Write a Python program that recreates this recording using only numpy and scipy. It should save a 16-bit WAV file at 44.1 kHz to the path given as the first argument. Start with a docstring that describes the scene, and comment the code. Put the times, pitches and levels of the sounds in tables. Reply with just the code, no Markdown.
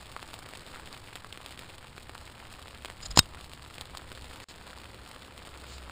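"""In a yard, under a cloth tarp in steady rain: near drops tick and the rest of the sheet patters.
Each drop slaps the wet cloth, makes it sag and throws off droplets; the yard beyond is a smooth wash.
Halfway through, something rubs the microphone's casing and taps it with a bright, ringing snap.
The sound cuts out for an instant, cloth rustles close by, and the rain comes back a little softer.
Air rumbles faintly throughout, and a low hum, perhaps a far engine, comes up at the end."""
import sys
import numpy as np
from scipy import signal
from scipy.fft import rfft, irfft, next_fast_len
from scipy.io import wavfile

SR = 44100
rng = np.random.default_rng(int(sys.argv[2]) if len(sys.argv) > 2 else 0)


def inscribe(sig):
    """Save sig as 16-bit PCM at rate SR to the path in sys.argv[1].

    A 1-D sig is mono; a 2-D sig holds one channel per row.
    Samples are clipped to [-1, 1] before scaling.
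    """
    pcm = np.round(np.clip(np.atleast_2d(sig).T, -1, 1) * 32767)
    wavfile.write(sys.argv[1], SR, pcm.astype(np.int16))


N = 260631
TIME = np.arange(N) / SR
CUT_FROM_S, CUT_TO_S, CUT_FADE_S = 4.442, 4.485, 0.0029  # the instant when the sound cuts out


def from_db(db):
    """Turn decibels into a number to multiply a sound by."""
    return 10 ** (np.asarray(db) / 20)


def rms_one(x):
    """Scale a sound so that its average strength (rms) is 1."""
    return x / np.sqrt(np.mean(x ** 2) + 1e-20)


def gain_curve(rows):
    """Join (time [s], level [dB]) points into a gain for every sample."""
    return from_db(np.interp(TIME, *np.transpose(rows)))


def colour(x, spectrum):
    """Shape a sound's bass and treble to follow (frequency [Hz], level [dB]) points."""
    size = 2 * next_fast_len(N // 2 + SR // 10)
    hz, db = np.transpose(spectrum)
    bin_hz = np.arange(size // 2 + 1) * SR / size
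    log_gain = np.log(from_db(np.interp(np.log(bin_hz + 1), np.log(hz), db)))
    # a minimum-phase filter: it rings only after a click, never before
    cepstrum = irfft(log_gain)[:size // 2]
    cepstrum[1:] *= 2
    return irfft(rfft(x, size) * np.exp(rfft(cepstrum, size)))[:N]


def noise(spectrum):
    """Smooth noise with the given tone colour."""
    return rms_one(colour(rng.standard_normal(N), spectrum))


def grains(size, grit):
    """Noise with random spikes: more grit makes it rougher."""
    return rng.standard_normal(size) * np.exp(grit * rng.standard_normal(size))


def swell(at_s, half_s):
    """A bell-shaped rise and fall of height 1."""
    return np.exp(-.5 * np.minimum(((TIME - at_s) / half_s) ** 2, 100))


def cut_edge(at_s):
    """A quick, smooth step from 0 to 1 at one end of the cut."""
    return .5 + .5 * np.sin(np.pi * np.clip((TIME - at_s) / CUT_FADE_S, -.5, .5))


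def struck(modes, at_s):
    """A struck object rings with several tones, each fading by 60 dB in its ring time."""
    age = np.maximum(TIME - at_s, 0)
    return sum(from_db(db - 60 * np.minimum(age / ring_s, 3)) * np.sin(2 * np.pi * hz * age)
               for hz, db, ring_s in modes)


# tone colour of the rumbling air: (frequency [Hz], relative level [dB])
AIR_COLOUR = [(12, 2), (25, -4.5), (45, -2), (65, 0), (110, -2.5), (170, -9.5), (300, -20.5), (700, -47.5)]
def air_rumble(level_db=-52.5, turn_db=1.5, after_cut_db=-1.5):
    """Air rumbles on the microphone, more while it is turned towards the open side."""
    turn = turn_db * swell(at_s=3.9, half_s=0.43)
    return from_db(level_db + turn + after_cut_db * cut_edge(CUT_TO_S)) * noise(AIR_COLOUR)


# the far engine, faint at first and then louder: (time [s], level [dB])
ENGINE_LEVELS = [(2.4, -75), (2.7, -57.5), (5.4, -59.5), (5.65, -48.5)]
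def far_engine(pitch_hz=66, waver_radians=.25, wavers_per_s=10):
    """A far engine hums on one low, unsteady note."""
    moments = np.arange(0, N / SR + 1, 1 / wavers_per_s)
    waver = waver_radians * np.interp(TIME, moments, rng.standard_normal(len(moments)))
    return gain_curve(ENGINE_LEVELS) * np.sqrt(2) * np.sin(2 * np.pi * pitch_hz * TIME + waver)


# how hard it rains: (time [s], level [dB])
SHOWER_LEVELS = [(0, -52), (.8, -49), (1.23, -53.5), (1.7, -50.5), (1.92, -53.5), (2.4, -51), (3.5, -53),
                 (4.4, -49.5), (4.55, -48.5)]
def shower():
    """The rain grows and eases a little, on yard and tarp alike."""
    return gain_curve(SHOWER_LEVELS)


# tone colour of rain on the yard: (frequency [Hz], relative level [dB])
YARD_COLOUR = [(100, 3.5), (280, 8), (470, 5.5), (520, 9.5), (580, 2.5), (1200, -0.5), (2300, -6),
               (4500, -7), (8000, -18), (15000, -37)]
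def yard_wash(relative_db=-5.5):
    """Countless drops out in the yard blur into a smooth wash."""
    return from_db(relative_db) * shower() * noise(YARD_COLOUR)


# soft rustles of cloth close by: (time [s], half length [s], level [dB])
CLOTH_RUSTLES = [(4.44, 0.0093, -47.5), (4.493, 0.019, -44), (5.728, 0.039, -45)]
# their tone colour: (frequency [Hz], relative level [dB])
RUSTLE_COLOUR = [(500, -11), (2500, -3.5), (4500, 3.5), (7500, 1), (10000, -16), (15000, -17)]
def cloth_rustles():
    """Threads slip over one another in a grainy swish."""
    swish = rms_one(colour(grains(N, grit=0.51), RUSTLE_COLOUR))
    return swish * sum(from_db(db) * swell(at_s, half_s) for at_s, half_s, db in CLOTH_RUSTLES)


# tone colour of the shaking casing: (frequency [Hz], relative level [dB])
SHAKE_COLOUR = [(15, -13.5), (35, 10), (70, -0.5), (110, -3.5), (200, -18), (500, -55)]
def casing_shake():
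    """The microphone's casing rumbles while it is handled."""
    return from_db(-41) * swell(at_s=3.13, half_s=0.091) * noise(SHAKE_COLOUR)


# tone colour of the scraped casing, with two sharp peaks: (frequency [Hz], relative level [dB])
RASP_COLOUR = [(200, -11.5), (1000, -8), (1800, -7.5), (2400, -13), (3100, -6.5), (4200, -0.5),
               (4700, -5.5), (5030, 10.5), (5450, 0), (6550, -3), (6950, 8), (7400, -2.5), (10500, -26.5),
               (15000, -25.5)]
def casing_rasp():
    """The gritty noise of friction on the casing, used by both rubs and taps."""
    return rms_one(colour(grains(N, grit=.4), RASP_COLOUR))


# rubs on the casing: (time [s], half length [s], relative level [dB])
CASING_RUBS = [(3.032, 0.0071, -39.5), (3.061, 0.0045, -33), (3.113, .0035, -35), (3.163, 0.0032, -32),
               (3.176, 0.0025, -19.5), (3.188, 0.0049, -19), (3.23, .003, -46)]
def casing_rubs(rasp):
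    """Each rub is a short burst of friction."""
    return rasp * sum(from_db(db) * swell(at_s, half_s) for at_s, half_s, db in CASING_RUBS)


# tones of the hollow casing: (pitch [Hz], relative level [dB], ring time [s])
KNOCK_TONES = [(75, -13, 0.06), (176, -18.5, 0.0316), (300, -15, 0.019), (560, -11, 0.0052),
               (800, -9, .008), (970, -6.5, 0.011), (1850, -13.5, 0.0098), (2810, -17, 0.019)]
# bright tones of the snap: the casing's short, sharp peaks and a small hard part's longer ring
# (pitch [Hz], relative level [dB], ring time [s])
SNAP_TONES = [(1217, -24, .06), (1850, 7, .012), (3736, -1, .052), (4635, -14, .042), (5030, 20.5, .011),
              (5286, -17, .034), (6352, -16, .06), (6950, 13, .011), (7359, -12, .026), (8263, -6, .051)]
# two taps, with relative levels: (time [s], crack [dB], crack half length [s],
# air push [dB], push half length [s], knock [dB], snap [dB])
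CASING_TAPS = [(3.1742, -14, .0005, -24, .0008, -3, -42), (3.1916, -1.5, .0009, -10, .0011, -9, -18)]
def casing_taps(rasp, push_lead_s=.0008, tail_db=-25, tail_s=.004, leak_hz=51):
    """A tap pushes air into the microphone, cracks, knocks the casing and rings with a bright snap."""
    cracks, thumps = np.zeros(N), np.zeros(N)
    for at_s, crack_db, crack_half_s, push_db, push_half_s, knock_db, snap_db in CASING_TAPS:
        tail = from_db(tail_db) * (TIME > at_s) * np.exp(-np.clip((TIME - at_s) / tail_s, 0, 20))
        cracks += from_db(crack_db) * (swell(at_s + crack_half_s, crack_half_s) + tail)
        thumps += from_db(push_db) * swell(at_s - push_lead_s, push_half_s)
        thumps -= from_db(knock_db) * struck(KNOCK_TONES, at_s)
        thumps += from_db(snap_db) * struck(SNAP_TONES, at_s)
    # slow pushes leak back out of the microphone's opening
    thumps = signal.lfilter(*signal.butter(2, leak_hz, "high", fs=SR), thumps)
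    return thumps + cracks * rasp


def drop(hz, cycles, sag_hz=750, sag_s=0.00082, spatter_s=0.0056, size=400):
    """One drop: a slap that rings briefly, the slower sag of the cloth and a spatter of droplets."""
    t = np.arange(size) / SR
    tension, splash = np.exp(.3 * rng.standard_normal(2))
    slap = np.exp(-t * hz / max(cycles, .2)) * np.cos(2 * np.pi * hz * t)
    sag = from_db(-12) * np.exp(-t / sag_s) * np.cos(2 * np.pi * sag_hz * tension * t + .5)
    spatter = from_db(-21) * splash * np.exp(-t / spatter_s) * rms_one(grains(size, grit=0.46))
    pulse = slap + sag + spatter
    # the ripple comes back from the two nearest folds within a few milliseconds
    for fold, lag in enumerate(np.sort(rng.integers(size // 25, size // 2, 2))):
        pulse[lag:] += from_db(-9) / (1 + fold) * rng.choice([-1, 1]) * slap[:-lag]
    # big, low drops flatten more slowly, which dulls them
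    dull_above_hz = 2.9 * hz
    pulse = signal.lfilter([1], [1, -np.exp(-2 * np.pi * dull_above_hz / SR)], pulse)
    return pulse / np.sqrt(np.sum(pulse ** 2) * 1000 / SR)  # the energy of one millisecond at rms 1


def ticks(rows):
    """Place single drops from rows of (time [s], level [dB], pitch [Hz], ring length [cycles])."""
    out = np.zeros(N + SR)
    for at_s, db, hz, cycles in rows:
        pulse = from_db(db) * drop(hz, cycles)
        start = max(int(at_s * SR) - np.argmax(pulse), 0)
        out[start:start + len(pulse)] += pulse
    return out[:N]


def patter(drops_per_s=1000, middle_hz=2100, cycles=0.6, radius_over_height=10.2, kinds=96):
    """Small drops land all over the sheet; the farther away they land, the quieter they are."""
    lands = np.flatnonzero(rng.random(N) < drops_per_s / SR)
    place, size_db = rng.random((2, N))[:, lands]
    kind = rng.integers(0, kinds, N)[lands]
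    distance = np.sqrt(1 + place * radius_over_height ** 2)
    strength = from_db(size_db) / distance
    pitches = middle_hz * np.exp(0.49 * np.sqrt(3) * np.linspace(-1, 1, kinds))
    pulses = np.array([drop(hz, cycles * 2 ** rng.uniform(-1, 1)) for hz in pitches])
    sounds = strength[:, None] * pulses[kind]
    positions = lands[:, None] + np.arange(pulses.shape[1])
    return rms_one(np.bincount(positions.ravel(), sounds.ravel(), N)[:N])  # overlapping drops add up


def drips(drops_per_s=10, relative_db=11, spread_db=2.5, middle_hz=2080, octaves=0.92, ring_s=0.00026):
    """Medium drops land nearby at random, each with its own size and pitch."""
    lands = np.flatnonzero(rng.random(N) < drops_per_s / SR)
    size, pitch = rng.uniform(-1, 1, (N, 2))[lands].T
    hz = middle_hz * 2 ** (octaves * pitch)
    return ticks(zip(lands / SR, relative_db + spread_db * size, hz, ring_s * hz))


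# the biggest drops: (time [s], relative level [dB], pitch [Hz], ring length [cycles])
OVERHEAD_DROPS = [(0.1647, -27, 1170, 0.67), (0.2281, -31.5, 1470, 0.16), (0.3407, -32, 2870, 0.48),
                  (0.5363, -34, 1880, 0.57), (0.9281, -36, 4460, 1.5), (1.1557, -31.5, 2950, .6),
                  (1.16, -34, 1580, 0.55), (1.2461, -34, 1060, 0.47), (1.3265, -31.5, 3030, 1.3),
                  (1.3748, -34.5, 1880, 0.18), (1.4617, -32, 3130, 0.51), (1.5924, -33.5, 2380, .6),
                  (1.98, -33.5, 1230, 0.16), (2.095, -33, 1280, 0.22), (2.1521, -33.5, 1330, 0.46),
                  (2.8484, -28.5, 1910, .2), (2.8576, -31.5, 2660, .65), (2.9004, -32, 1550, .3),
                  (3.3474, -35.5, 1330, 0.18), (3.5344, -35, 3000, 0.76), (3.7825, -32, 2150, 0.36),
                  (3.8112, -28.5, 3500, .9), (3.9497, -33, 920, 0.65), (3.9726, -29.5, 4130, 0.71),
                  (4.1179, -32.5, 1420, 0.16), (4.7313, -35.5, 1340, 1.1), (5.114, -37, 3900, .45),
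                  (5.4731, -36, 2070, .25), (5.6423, -37, 1250, .55), (5.8969, -31, 1200, 0.45)]
def overhead_drops(boost_db=1):
    """Big drops hit the cloth right overhead and stand out as sharp ticks."""
    return from_db(boost_db) * ticks(OVERHEAD_DROPS)


# how well the wet cloth gives off low and high sounds: (frequency [Hz], gain [dB])
CLOTH_COLOUR = [(100, -8), (250, 4), (500, 0.5), (800, -1), (1200, -0.5), (2100, -1.5), (3400, 1),
                (4700, 1.5), (7000, 3.5), (8300, 5.5), (10500, 0.5), (12500, 1.5), (15000, -0.5)]
def rain_on_tarp(patter_db=1, after_cut_db=-2, treble_hz=1430, treble_loss=0.14, echo_s=.008, echo_db=-21):
    """Drops of all sizes sound through the wet cloth and echo off the ground."""
    big_drops = overhead_drops()
    smaller_drops = shower() * (from_db(patter_db) * patter() + drips())
    # after the cut the smaller drops are softer and the cloth sounds a little duller
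    after_cut = cut_edge(CUT_TO_S)
    tarp = colour(big_drops + from_db(after_cut_db * after_cut) * smaller_drops, CLOTH_COLOUR)
    treble = signal.lfilter(*signal.butter(1, treble_hz, "high", fs=SR), tarp)
    tarp -= treble_loss * after_cut * treble
    echo = from_db(echo_db) * np.interp(TIME - echo_s, TIME, tarp, left=0)
    return tarp + echo


def scene(handling_db=1):
    """All the sounds meet at one microphone under the tarp."""
    rasp = casing_rasp()
    handling = from_db(handling_db) * (casing_shake() + casing_rubs(rasp) + casing_taps(rasp))
    background = far_engine() + air_rumble() + cloth_rustles() + yard_wash()
    return (background + handling + rain_on_tarp())[None]


# dips in the microphone's treble: (frequency [Hz], width [Hz], share taken out [0 to 1])
TREBLE_DIPS = [(5980, 2400, 0.92), (12030, 3140, 0.99)]
def record(dry, overload=0.78, cut_db=-28, after_cut_db=-1, top_hz=15450):
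    """The microphone dulls two treble bands, overloads on the tap and loses the top;
    the sound breaks off for an instant."""
    for hz, width_hz, share in TREBLE_DIPS:
        band = signal.lfilter(*signal.iirpeak(hz, hz / width_hz, fs=SR), dry)
        dry = dry - share * band
    clipped = dry / (1 + (dry / overload) ** 4) ** .25  # rounds off the loudest peaks
    gone, back = cut_edge(CUT_FROM_S), cut_edge(CUT_TO_S)
    gain = from_db(cut_db * (gone - back) + after_cut_db * back)
    low_pass = signal.ellip(10, .2, 80, top_hz, fs=SR, output="sos")
    return signal.sosfilt(low_pass, clipped * gain)


dry = scene()
out = record(dry)
inscribe(out)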